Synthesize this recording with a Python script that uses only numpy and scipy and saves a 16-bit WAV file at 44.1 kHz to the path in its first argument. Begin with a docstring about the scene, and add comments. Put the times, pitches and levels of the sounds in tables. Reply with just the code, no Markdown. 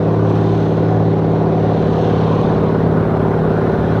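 """The loud, deep drone of a floatplane skimming across a lake at full power and moving away.
Its nine-cylinder radial engine puffs out exhaust so fast that the puffs blend into notes, and the
propeller adds a hum. The tone shifts as the plane is heard first from the side, then from behind.
Rough exhaust gas roars in time with the firings. The floats splash once and throw up hissing spray,
over a little rumbling wind."""
import sys
import numpy as np
from scipy import signal
from scipy.io import wavfile
from scipy.ndimage import uniform_filter1d

SR = 44100
rng = np.random.default_rng(int(sys.argv[2]) if len(sys.argv) > 2 else 0)


def unload_wav(signal):
    """Save mono or channel-first audio to the path in sys.argv[1] as 16-bit WAV at rate SR, clipped to [-1, 1]."""
    wavfile.write(
        sys.argv[1],
        SR,
        np.round(np.clip(np.atleast_2d(signal).T, -1, 1) * 32767).astype(np.int16),
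    )


N = 176400
TIME = np.arange(N) / SR
FRAME_S = np.arange(N // 256 + 5)[:, None] * 256 / SR  # coarse time steps for slow changes
BIN_HZ = np.fft.rfftfreq(1024, 1 / SR)  # the pitches at which noise is shaped
CYLINDERS, CRANK_TURNS = 9, 2  # in one cycle each cylinder fires once and the crank turns twice

# How fast the engine runs: time_s, cycle_rate_hz
ENGINE_SPEED = [(0.3, 18.065), (1.4, 18.052), (2.0, 17.97), (2.65, 17.91), (2.95, 17.941), (3.2, 17.896),
                (3.45, 17.903), (3.7, 17.849)]
START_RATE_HZ = ENGINE_SPEED[0][1]

def engine_cycles():
    """Counts the cycles run so far. A "harmonic" is a tone that vibrates a whole number of times in each."""
    return np.cumsum(curve(ENGINE_SPEED)) / SR


# How loud the engine's main note is: time_s, level_db (before a small lift)
FIRING_LEVEL = [(0.06, -19.5), (1.44, -18.5), (2.18, -20.5), (2.24, -17.5), (2.75, -21), (2.84, -17.5),
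                (3.19, -21.5), (3.47, -18), (3.7, -24), (3.94, -20.5)]

def firing_tone(cycles):
    """The nine firings of each cycle add up to the firm main note."""
    lift_db = 0.53
    wave = np.cos(2 * np.pi * CYLINDERS * cycles + puff_phase(CYLINDERS))
    return np.sqrt(2) * gain_of(curve(FIRING_LEVEL) + lift_db) * wave


# The balance of the drone's low tones: harmonic_number, from_side_db, from_behind_db
DRONE_TONES = [(4, -18.5, -12), (5, -25, -21), (7, -18, -8.5), (8, -30, -18), (10, -18.5, -18.5),
               (11, -8.5, -7), (12, -12, -9.5), (13, -17.5, -10.5), (14, -20, -8), (16, -6, -9.5),
               (17, -18, -22), (18, -9.5, -19), (19, -25, -16), (20, -7.5, -8.5), (21, -12, -17.5),
               (22, -5, -4), (23, -15.5, -18.5), (24, -20, -9.5), (25, -13.5, -25), (26, -14.5, -9),
               (27, -14, -13.5), (28, -12.5, -17.5), (29, -15, -20), (30, -23.5, -12.5)]
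# High tones that sing out of the roar: harmonic_number -> lift_db
SINGING_TONES = {32: 3, 54: 4, 80: 8, 82: 6}

def exhaust_drone(cycles):
    """Nine unevenly spaced puffs a cycle make a stack of harmonics, whose mix shifts as the plane turns."""
    side_db, tail_db, top_harmonic = -19.5, -20.5, 112
    high_db, high_from_hz, high_db_per_octave, high_tail_lift_db = -41, 724, -19.5, 2
    t = FRAME_S[:, 0]
    behind = turned(t)
    low_db = {round(k): (1 - behind) * (side_db + side) + behind * (tail_db + tail)
              for k, side, tail in DRONE_TONES}
    out = np.zeros(N)
    for k in range(1, top_harmonic + 1):
        hz = k * START_RATE_HZ
        if k in low_db:
            db = low_db[k]
        elif k > max(low_db):
            db = high_db + high_db_per_octave * np.log2(max(hz / high_from_hz, 1))
            db = db + high_tail_lift_db * behind + SINGING_TONES.get(k, 0)
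        else:
            continue
        # Echoes smear the puffs, more so for high tones and from behind.
        smear = 0.676 * rng.standard_normal() + 0.92 * behind * rng.standard_normal()
        phase = puff_phase(k) + smear * (hz / 268.2) ** 2
        steady = gain_of(swell_db(t, hz)) * np.exp(1j * phase)
        # The air makes high tones waver more, and faster. All waver a little more from behind.
        waver = 0.11 + (hz / 810) ** 3 + 0.12 * behind
        wander = waver * drift(rate_hz=2.2 * (1 + hz / 600))
        strength = gain_of(db) * (steady + wander) / np.hypot(1, waver)
        wave = np.exp(2j * np.pi * k * cycles)
        out += np.sqrt(2) * (np.interp(TIME, t, strength) * wave).real
    return out


def puff_phase(harmonic):
    """Where a harmonic's wave starts: each cylinder's puff takes its own path round the exhaust ring."""
    longest_path_s, outlet_turns = 0.001634, 0.062
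    fired = np.arange(CYLINDERS) / CYLINDERS
    place_turns = CRANK_TURNS * fired + outlet_turns  # the firing skips every other cylinder
    path_share = 2 * abs(place_turns % 1 - .5)
    leaves_pipe = fired + longest_path_s * START_RATE_HZ * path_share
    return np.angle(np.exp(-2j * np.pi * harmonic * leaves_pipe).sum())


# Brief swells and dips in the engine: peak_s, spread_s, pitch_hz, glide_hz_per_s, width_hz, lift_db
SWELLS = [(.5, .17, 600, 0, 170, -2.5), (.3, .2, 1080, 0, 130, 4.5), (.85, .08, 490, 0, 45, 4),
          (.94, .1, 745, 150, 45, 11), (1.2, .15, 835, 300, 35, 4.5), (1.45, .4, 1500, 0, 250, -3),
          (1.685, .06, 728, 0, 40, 12), (1.87, .1, 396, 0, 15, 3), (2.03, .08, 735, 0, 45, 6.5),
          (2.1, .6, 485, -55, 42, 5), (2.1, 1.0, 210, 0, 90, 1.5), (2.33, .18, 1030, 0, 170, 4.5),
          (2.1, .25, 1520, 0, 180, 2.5), (2.49, .05, 780, 0, 130, 5.5), (3.2, .12, 780, 0, 60, 4),
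          (3.55, .5, 1460, 0, 110, 4), (3.6, .45, 380, 0, 55, 2), (3.8, .14, 1750, 0, 110, 6.5)]

def swell_db(t, hz):
    """Narrow bands of the drone and roar grow louder or softer for a moment; some slide in pitch."""
    return sum(db * np.exp(-((t - peak) / spread) ** 2 - ((hz - pitch - glide * (t - peak)) / width) ** 2)
               for peak, spread, pitch, glide, width, db in SWELLS)


# How loud the propeller hums: time_s, level_db
PROPELLER_LEVEL = [(0.05, -23.5), (0.2, -17), (0.5, -18.0), (0.72, -23), (1.0, -17), (1.2, -22.6),
                   (1.5, -22.5), (1.7, -20), (1.88, -26), (2.05, -22), (2.36, -20.5), (2.5, -24),
                   (2.9, -22.5), (3.1, -23), (3.3, -23), (3.45, -29), (3.65, -22), (3.8, -30.5),
                   (3.95, -19.5)]

def propeller(cycles):
    """Three blades pass six times a cycle; their hum weakens and breaks up as the plane turns away."""
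    passes, start_turns = 6, 0.25
    wave = np.sin(2 * np.pi * (passes * cycles + start_turns))
    return np.sqrt(2) * gain_of(curve(PROPELLER_LEVEL)) * wave


# The roar's mix of bass and treble from the side: pitch_hz, relative_db
ROAR_COLOUR = [(30, -28.5), (90, -3), (200, -4), (330, -3.5), (480, -1.5), (740, -4), (880, -11.5),
               (1050, -10), (1320, -18.5), (1450, -15), (1600, -19.5), (2000, -25.5), (2800, -33.5),
               (4000, -34.5), (4800, -41.5), (6200, -47.5), (7200, -59.5), (15000, -81.5)]
# How that mix changes from behind: pitch_hz, lift_db
ROAR_LIFT_BEHIND = [(30, 6.5), (200, 4.5), (400, 1.5), (750, -1), (1200, 6), (1600, 3.5), (2200, 3),
                    (4000, 0)]

def exhaust_roar(cycles):
    """Swirling gas puffs with each firing, crank turn and roughly each cycle; it blurs from behind."""
    level_db, blur_share = -22.5, 0.39
    shape_db = colour(ROAR_COLOUR) + turned(FRAME_S) * colour(ROAR_LIFT_BEHIND)
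    gas = noise(shape_db + swell_db(FRAME_S, BIN_HZ), patch_db=1.65)
    clear = 1 - blur_share * turned(TIME)
    puffs = throb(cycles, CYLINDERS, depth=0.15 * clear)
    puffs *= throb(cycles, CRANK_TURNS, depth=0.21 * clear)
    puffs *= throb(cycles, 0.96, depth=0.15 * clear)
    return gain_of(level_db) * gas * puffs


# How loud the spray off the floats is: time_s, level_db
SPRAY_LEVEL = [(0, -53), (.23, -50.5), (.3, -46), (.62, -45), (1.05, -51.5), (1.5, -49.5), (1.75, -46),
               (2.03, -41), (2.42, -41), (2.5, -43), (2.55, -44.5), (3.0, -53.5), (3.5, -50.5), (4, -45.5)]
# The spray's mix of bass and treble: pitch_hz, relative_db
SPRAY_COLOUR = [(500, -23), (1500, -13.5), (2400, 1.5), (3300, 3), (4100, 1.5), (4800, -11), (6300, -11),
                (7100, -23.5), (8500, -27), (10000, -36.5), (15000, -43.5)]

def spray(cycles):
    """Spray hisses in surges, flutters with the crank and loses treble as the plane turns away."""
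    treble_from_hz, dulling_db_per_octave = 3300, 6
    octaves = np.log2(np.maximum(BIN_HZ / treble_from_hz, 1))
    treble_db = dulling_db_per_octave * (.5 - turned(FRAME_S)) * octaves
    water = noise(colour(SPRAY_COLOUR) + treble_db, patch_db=1.7)
    return gain_of(curve(SPRAY_LEVEL)) * water * throb(cycles, CRANK_TURNS, depth=0.22)


# The splash's mix of bass and treble: pitch_hz, relative_db
SPLASH_COLOUR = [(1500, -11), (4000, 0.5), (6300, -3.5), (8800, -10), (11000, -21.5)]

def splash():
    """A float meets the water again: a crisp burst of drops that dies away."""
    start_s, rise_s, decay_s, level_db, clump_db = .28, .03, 0.15, -56, 6.5
    age = np.maximum(TIME - start_s, 0)
    burst = np.minimum(age / rise_s, 1) * np.exp(-age / decay_s)
    flicker = unit_level(uniform_filter1d(rng.standard_normal(N), size=130))
    clumps = unit_level(gain_of(clump_db * flicker))
    return gain_of(level_db) * burst * clumps * noise(colour(SPLASH_COLOUR), patch_db=0)


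# The wind's mix, nearly all bass: pitch_hz, relative_db
WIND_COLOUR = [(5, -6), (25, 1), (50, -4.5), (100, -11), (300, -26), (2000, -66.5)]

def wind(level_db=-44.5):
    """Wind rumbles on the microphone in soft gusts."""
    return gain_of(level_db) * noise(colour(WIND_COLOUR), patch_db=4)


# How loud the background hiss is: time_s, level_db (before the lift)
HISS_LEVEL = [(0, -69), (1.2, -71), (2.2, -69), (3.2, -65.5), (4, -66.5)]
# Its nearly even mix of bass and treble: pitch_hz, relative_db
HISS_COLOUR = [(1000, 0), (8000, 0), (15000, -1)]

def hiss(lift_db=5.5):
    """A faint, smooth hiss that slowly grows."""
    return gain_of(curve(HISS_LEVEL) + lift_db) * noise(colour(HISS_COLOUR), patch_db=0)


def turned(t, halfway_s=1.88, length_s=2.06):
    """Near 0 while the plane is heard from the side, near 1 once it is heard from behind."""
    return .5 + .5 * np.tanh(2 * (t - halfway_s) / length_s)


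def throb(cycles, beats_per_cycle, depth):
    """A volume that rises and falls with the engine."""
    return 1 + depth * np.cos(2 * np.pi * (beats_per_cycle * cycles + rng.random()))


def gain_of(db):
    """Turns decibels into a number to multiply by."""
    return 10 ** (np.asarray(db) / 20)


def unit_level(x):
    """Scales a signal so its average level (rms) is 1."""
    return x / np.sqrt(np.mean(abs(x) ** 2) + 1e-20)


def curve(points):
    """Joins a table's points over time, giving a value for every sample."""
    return np.interp(TIME, *np.transpose(points))


def colour(points):
    """Joins a table's points over pitch, giving decibels for each of BIN_HZ."""
    hz, db = np.transpose(points)
    return np.interp(np.log(BIN_HZ + 1), np.log(hz), db)


def drift(rate_hz):
    """A slow random wobble in strength and phase, one value for each of FRAME_S."""
    hz = np.fft.fftfreq(2048, FRAME_S[1, 0])
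    spectrum = rng.standard_normal((len(hz), 2)) @ [1, 1j]
    return unit_level(np.fft.ifft(spectrum / (1 + (hz / rate_hz) ** 2)))[:len(FRAME_S)]


def noise(shape_db, patch_db):
    """Noise of level 1 with a chosen mix of pitches and random louder and softer patches."""
    real, imaginary, patches = rng.standard_normal((3, len(FRAME_S), len(BIN_HZ)))
    patches = uniform_filter1d(patches, size=16, axis=0)  # smooth over time
    patches = unit_level(uniform_filter1d(patches, size=6, axis=1))  # and over pitch
    spectrum = (real + 1j * imaginary) * gain_of(shape_db + patch_db * patches)
    return unit_level(signal.istft(spectrum.T, nperseg=1024, noverlap=768)[1][:N])


def scene():
    """Adds up plane, water and air; one engine speed sets the pace of the tones and throbs."""
    cycles = engine_cycles()
    plane = firing_tone(cycles) + exhaust_drone(cycles) + propeller(cycles) + exhaust_roar(cycles)
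    return (plane + spray(cycles) + splash() + wind() + hiss())[None]


def record(dry):
    """A limiter steps the volume down at loud peaks and quickly lets go; then the top treble is cut."""
    ceiling, step_db, release_db_per_s = .61, .13, 60
    fade_in_s, top_hz = .003, 15500
    over_db = 20 * np.log10(np.maximum(abs(dry) / ceiling, 1))
    stepped_db = step_db * np.ceil(over_db / step_db)  # each sudden step makes a faint tick
    release_db = release_db_per_s * TIME
    cut_db = np.maximum.accumulate(stepped_db + release_db, axis=1) - release_db
    limited = dry / gain_of(cut_db) * np.minimum(TIME / fade_in_s, 1)
    treble_cut = signal.firwin(511, top_hz, window=("kaiser", 9), fs=SR)
    return signal.oaconvolve(limited, treble_cut[None], "same")


dry = scene()
out = record(dry)
unload_wav(out)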